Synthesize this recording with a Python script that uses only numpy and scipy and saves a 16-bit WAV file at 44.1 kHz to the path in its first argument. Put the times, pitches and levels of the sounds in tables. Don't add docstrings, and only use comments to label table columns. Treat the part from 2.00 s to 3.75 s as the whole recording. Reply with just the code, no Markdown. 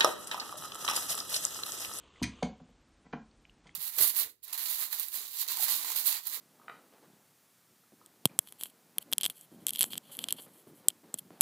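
import sys
import numpy as np
from scipy import signal
from scipy.io import wavfile
from scipy.ndimage import uniform_filter1d

SR = 44100
rng = np.random.default_rng(int(sys.argv[2]) if len(sys.argv) > 2 else 0)


def level_to_linear(level):
    exponent = np.asarray(level, float) / 20
    return 10 ** exponent


def bounce(signal):
    frames = np.transpose(np.atleast_2d(signal))
    limited = np.clip(frames, -1, 1)
    pcm = np.round(limited * 32767).astype(np.int16)
    wavfile.write(sys.argv[1], SR, pcm)


N = 77175


def evened(x):
    return x / np.sqrt(np.mean(x ** 2) + 1e-20)


def read(points, hz):
    f, value = np.transpose(points)
    return np.interp(np.log(hz + 1), np.log(f + 1), value)


def add(mix, start_s, sound):
    part = mix[round(start_s * SR):][:len(sound)]
    part += sound[:len(part)]


def band(x, hz, wide_hz):
    turn = np.exp(2j * np.pi * hz * np.arange(len(x)) / SR)
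    r = np.exp(-np.pi * wide_hz / SR)
    return (turn * signal.lfilter([1], np.convolve([1, -r], [1, -r]), x / turn)).real


def ring(modes, spread, tilt_db=0):
    t, out = np.arange(SR // 2) / SR, 0
    for k, (hz, db, t60_s) in enumerate(modes):
        near_hz = hz * (1 + spread * np.array([[-.6], [1]]))
        waves = np.sin(2 * np.pi * hz * t) + 0.34 * np.sin(2 * np.pi * near_hz * t).sum(0)
        level_db = db + tilt_db * np.log2(hz / 2000) - 60 * t / t60_s
        out = out + (-1) ** k * level_to_linear(level_db) * waves
    return out / abs(out).max()


def landings(hits, modes):
    out, body = np.zeros(N), ring(modes, spread=.045)
    for start_s, db, contact_s in hits:
        phase = np.clip((np.arange(200) + .5) / SR / max(contact_s, 1e-4), 0, 1)
        push = np.sin(np.pi * phase)
        add(out, start_s, level_to_linear(db) * 2 * np.convolve(body, push / push.sum()))
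    return out


# frequency in Hz, level in dB.
HUSH = [(15, -37), (30, -32.5), (45, 3), (100, -9.5), (250, -5), (451, -13.5), (9000, -30), (12600, -32.5)]
HUSH_DB, PATCHY_DB = -66, -0.18
RUMBLE_HZ, RUMBLE_WIDE_HZ, RUMBLE_DB = 48, 24.8, -70


def hush():
    frames, hz = N // 256 + 5, np.fft.rfftfreq(1024, 1 / SR)
    a, b, patches = rng.standard_normal((frames, 513, 3)).T
    patches = uniform_filter1d(patches, 12, 0)
    patches = evened(uniform_filter1d(patches, 10, 1))
    z = (a + 1j * b) * level_to_linear(read(HUSH, hz)[:, None] + PATCHY_DB * patches)
    air = signal.istft(z, nperseg=1024, noverlap=768)[1][:N]
    rumble = band(rng.standard_normal(N), RUMBLE_HZ, RUMBLE_WIDE_HZ)
    return level_to_linear(HUSH_DB) * evened(air) + level_to_linear(RUMBLE_DB) * evened(rumble)


# time in seconds, level in dB.
RUB = [(0, -63), (.09, -64.5), (.14, -64.5), (.2, -61), (.4, -59.5), (.5, -69.5), (1.6, -123),
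       (1.665, -67.5), (1.75, -83)]
# frequency in Hz, width in Hz, level in dB.
SKIN = [(373, 460, -5), (1100, 500, -5), (3000, 1550, -3), (6370, 2300, -15)]


def rubbing():
    grain_db = 2.13 * evened(uniform_filter1d(rng.standard_normal(N), 150))
    grain = rng.standard_normal(N) * level_to_linear(grain_db)
    tone = evened(sum(level_to_linear(db) * evened(band(grain, hz, wide_hz)) for hz, wide_hz, db in SKIN))
    return tone * level_to_linear(np.interp(np.arange(N) / SR, *np.transpose(RUB)))


# start in seconds, peak in dB, pitch in Hz, t60 in seconds.
TICKS = [(.1586, -53, 2050, 0.026), (.171, -55, 1990, 0.022), (.356, -55, 6160, 0.016),
         (1.313, -58, 4450, 0.01), (1.4522, -43, 2350, 0.0078), (1.4524, -48.5, 3000, 0.0096),
         (1.4956, -46.5, 2860, 0.012), (1.4958, -64.5, 4060, .015), (1.6692, -50, 2070, .025),
         (1.6695, -57, 3340, 0.035), (1.059, -64, 2100, 0.017), (1.065, -59, 2010, 0.031),
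         (1.6928, -41.5, 2100, 0.011), (1.693, -53, 3200, 0.0091), (1.7115, -58.5, 3300, 0.017),
         (1.7445, -55, 2750, 0.024), (1.7446, -62, 5730, .015)]
TICK_RISE_S = 0.00062


def ticks():
    out, t = np.zeros(N), np.arange(2000) / SR
    for start_s, db, hz, t60_s in TICKS:
        fade = level_to_linear(db - 60 * t / t60_s) * np.minimum(t / TICK_RISE_S, 1)
        add(out, start_s, fade * np.sin(2 * np.pi * hz * t))
    return out


# frequency in Hz, level in dB, t60 in seconds.
EDGE = [(64.2, -15.5, 0.34), (120, -12, 0.26), (175, -4.5, 0.069), (238, 1, .11), (332, -5, 0.044),
        (440, -14, 0.074), (713, -12, 0.042), (992, -9, 0.12), (1290, -14, 0.032)]
# start in seconds, level in dB, contact in seconds.
EDGE_HITS = [
    (.2158, -29.5, 0.00092),
    (.2430, -40, 0.00056),
]


def edge_landing():
    return landings(EDGE_HITS, EDGE)


# frequency in Hz, level in dB.
RAIL = [(1350, -16), (1720, -8.5), (1985, -6), (2200, -1.5), (2450, -3), (2800, -10), (3250, -6),
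        (4100, -5), (4715, -3.5), (5400, -7), (6120, -3), (7000, -9), (8000, -9.5), (9200, -8.5)]
# start in seconds, length in seconds, level in dB,
# treble tilt in dB per octave, fizz in dB.
RATTLES = [
    (.2258, 0.019, -37.5, -0.5, -58),
    (0.2294, 0.0029, -34, 1.5, -52),
    (0.4276, .005, -38, -4, -95),
    (1.1269, .01, -50.5, -10.5, -110),
    (1.668, 0.011, -63.5, -1, -110),
    (1.048, .022, -74.5, -5.5, -110),
    (1.642, 0.0058, -73, -2, -110),
]
RAIL_T60_S, RAIL_SPREAD = .016, .07
CLACKS_PER_S, CLACK_SPREAD_DB = 2500, 3
FIZZ_HZ, FIZZ_WIDE_HZ = 12030, 1100


def rail():
    loose, top, slot = np.zeros(N), np.zeros(N), np.arange(2000)
    modes = [(hz, db, RAIL_T60_S * np.sqrt(2200 / hz)) for hz, db in RAIL]
    for start_s, length_s, db, tilt_db, fizz_db in RATTLES:
        chance, luck, sign = rng.random((3, len(slot)))
        size = level_to_linear(CLACK_SPREAD_DB * np.minimum(-np.log(luck + 1e-9), 3))
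        struck = ((chance < CLACKS_PER_S / SR) | (slot == 0)) & (slot < length_s * SR)
        clacks = struck * size * np.sign(sign - .5)
        tone = np.convolve(clacks, ring(modes, RAIL_SPREAD, tilt_db)[:3000])
        fizz = band(np.r_[clacks, 0 * clacks], FIZZ_HZ, FIZZ_WIDE_HZ)
        held = slice(0, int(length_s * SR) + 100)
        add(loose, start_s, level_to_linear(db) * tone / tone[held].std())
        add(top, start_s, level_to_linear(fizz_db) * fizz / fizz[held].std())
    return loose, top


# frequency in Hz, level in dB, t60 in seconds.
FLAT = [(62.7, -20, 0.39), (127, -15.5, 0.11), (168.5, -5.5, 0.22), (213, -1, 0.22), (252.2, -4, 0.18),
        (350.3, -16, 0.17), (426, -2, 0.072), (491, 6, 0.028), (622.8, -1.5, 0.12), (624.5, -7.5, 0.11),
        (747, 2.5, 0.078), (857, -8, 0.093), (985, -0.5, 0.028), (1522, -9, 0.052)]
# start in seconds, level in dB, contact in seconds.
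FLAT_HITS = [
    (.4250, -26.5, 0.0007),
    (.4540, -52.5, 0.0012),
    (.6010, -54.5, 0.00045),
    (.6075, -48, 0.0021),
    (.6370, -62, 0.0036),
    (.69, -60, 0.0011),
]


def flat_slap():
    return landings(FLAT_HITS, FLAT)


# frequency in Hz, level in dB, t60 in seconds.
PRESS = [(145, -11, 0.3), (225, 1, 0.187), (282, -6, 0.085), (456, -2.5, 0.043), (590, -4, 0.028),
         (727, -2, 0.044), (815, -5, 0.05), (1022, -0.5, 0.032), (1270, -17.5, 0.065), (1335, -5, 0.03),
         (1616, -8, 0.063), (2100, -12.5, 0.058), (2410, -13.5, 0.033), (3000, -13.5, 0.042)]
# start in seconds, level in dB, contact in seconds.
PRESS_HITS = [
    (1.0530, -58, 0.00038),
    (1.0640, -54, 0.00043),
    (1.1305, -41.5, 0.00013),
    (1.1330, -31.5, 0.00017),
    (1.6550, -56, 0.00037),
    (1.6610, -57, 0.00042),
    (1.6700, -67, 0.00033),
    (1.1780, -56.5, .0006),
]


def hand_press():
    return landings(PRESS_HITS, PRESS)


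# frequency in Hz, t60 in seconds.
ROOM = [(100, 0.57), (250, 0.26), (1000, 0.29), (3000, 0.22), (6000, 0.2), (10000, 0.23)]
# frequency in Hz, level in dB.
ROOM_COLOUR = [(100, -9), (300, -7), (700, -8), (8000, -3), (11000, -13.5)]
GAP_S = .004


def room(x):
    taps = np.zeros(SR)
    at = np.arange(0, SR - 20, 20) + rng.integers(0, 20, SR // 20 - 1)
    taps[at] = rng.choice([-1., 1.], len(at))
    hz, t, z = signal.stft(taps, SR, nperseg=512)
    level_db = read(ROOM_COLOUR, hz)[:, None] - 60 * t / read(ROOM, hz)[:, None]
    tail = signal.istft(z * level_to_linear(level_db), SR, nperseg=512)[1]
    faded = tail[:30000] * np.hanning(60000)[30000:]
    tail = np.r_[np.zeros(int(GAP_S * SR)), faded]
    return signal.fftconvolve(x, tail / np.linalg.norm(tail))[:N]


BOARD_ROOM_DB, RAIL_ROOM_DB, TICK_ROOM_DB = -5, -7, -18


def scene():
    air, rub, nails = hush(), rubbing(), ticks()
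    loose, fizz = rail()
    board = edge_landing() + flat_slap() + hand_press()
    sent = level_to_linear(BOARD_ROOM_DB) * board + level_to_linear(RAIL_ROOM_DB) * loose + level_to_linear(TICK_ROOM_DB) * nails
    mono = board + loose + fizz + nails + room(sent) + rub + air
    return np.array([mono, mono])


THIN_HZ, THIN_DB_PER_KHZ, THIN_LUCK_DB, THIN_MASK = 9100, 6, 3.5, .24
GROUP_HZ = 700


def thinned(x):
    hz, t, z = signal.stft(x, SR, nperseg=2048, noverlap=1536)
    group = (hz // GROUP_HZ).astype(int)
    power = np.array([(abs(z[group == g]) ** 2).mean(0) for g in range(group.max() + 1)])
    level_db = 10 * np.log10(power + 1e-20)
    over_db = level_db - np.median(level_db, 1)[:, None]
    luck = rng.standard_normal((len(t) // 2 + 1, len(power)))
    luck = np.repeat(luck, 2, 0)[:len(t)].T
    centre_hz = np.arange(len(power))[:, None] * GROUP_HZ + GROUP_HZ / 2
    above_khz = np.clip(centre_hz - THIN_HZ, None, 1100) / 1000
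    masked_db = THIN_MASK * over_db[1] * 2 * (above_khz > -3)
    keep = over_db + THIN_LUCK_DB * luck > THIN_DB_PER_KHZ * above_khz + masked_db
    return signal.istft(z * keep[group], SR, nperseg=2048, noverlap=1536)[1][:N]


def low_pass(x):
    return signal.sosfilt(signal.butter(12, 13740, fs=SR, output="sos"), x)


MIC_LOW_HZ, SIDE_DB = 35.6, -20


def record(dry):
    low_cut = signal.butter(3, MIC_LOW_HZ, 'high', fs=SR, output='sos')
    mid = thinned(signal.sosfilt(low_cut, dry[0]))
    side = level_to_linear(SIDE_DB) * band(mid, 5350, 3600) * 0.061
    return low_pass(mid + np.array([side, -side]))


dry = scene()
out = record(dry)
bounce(out)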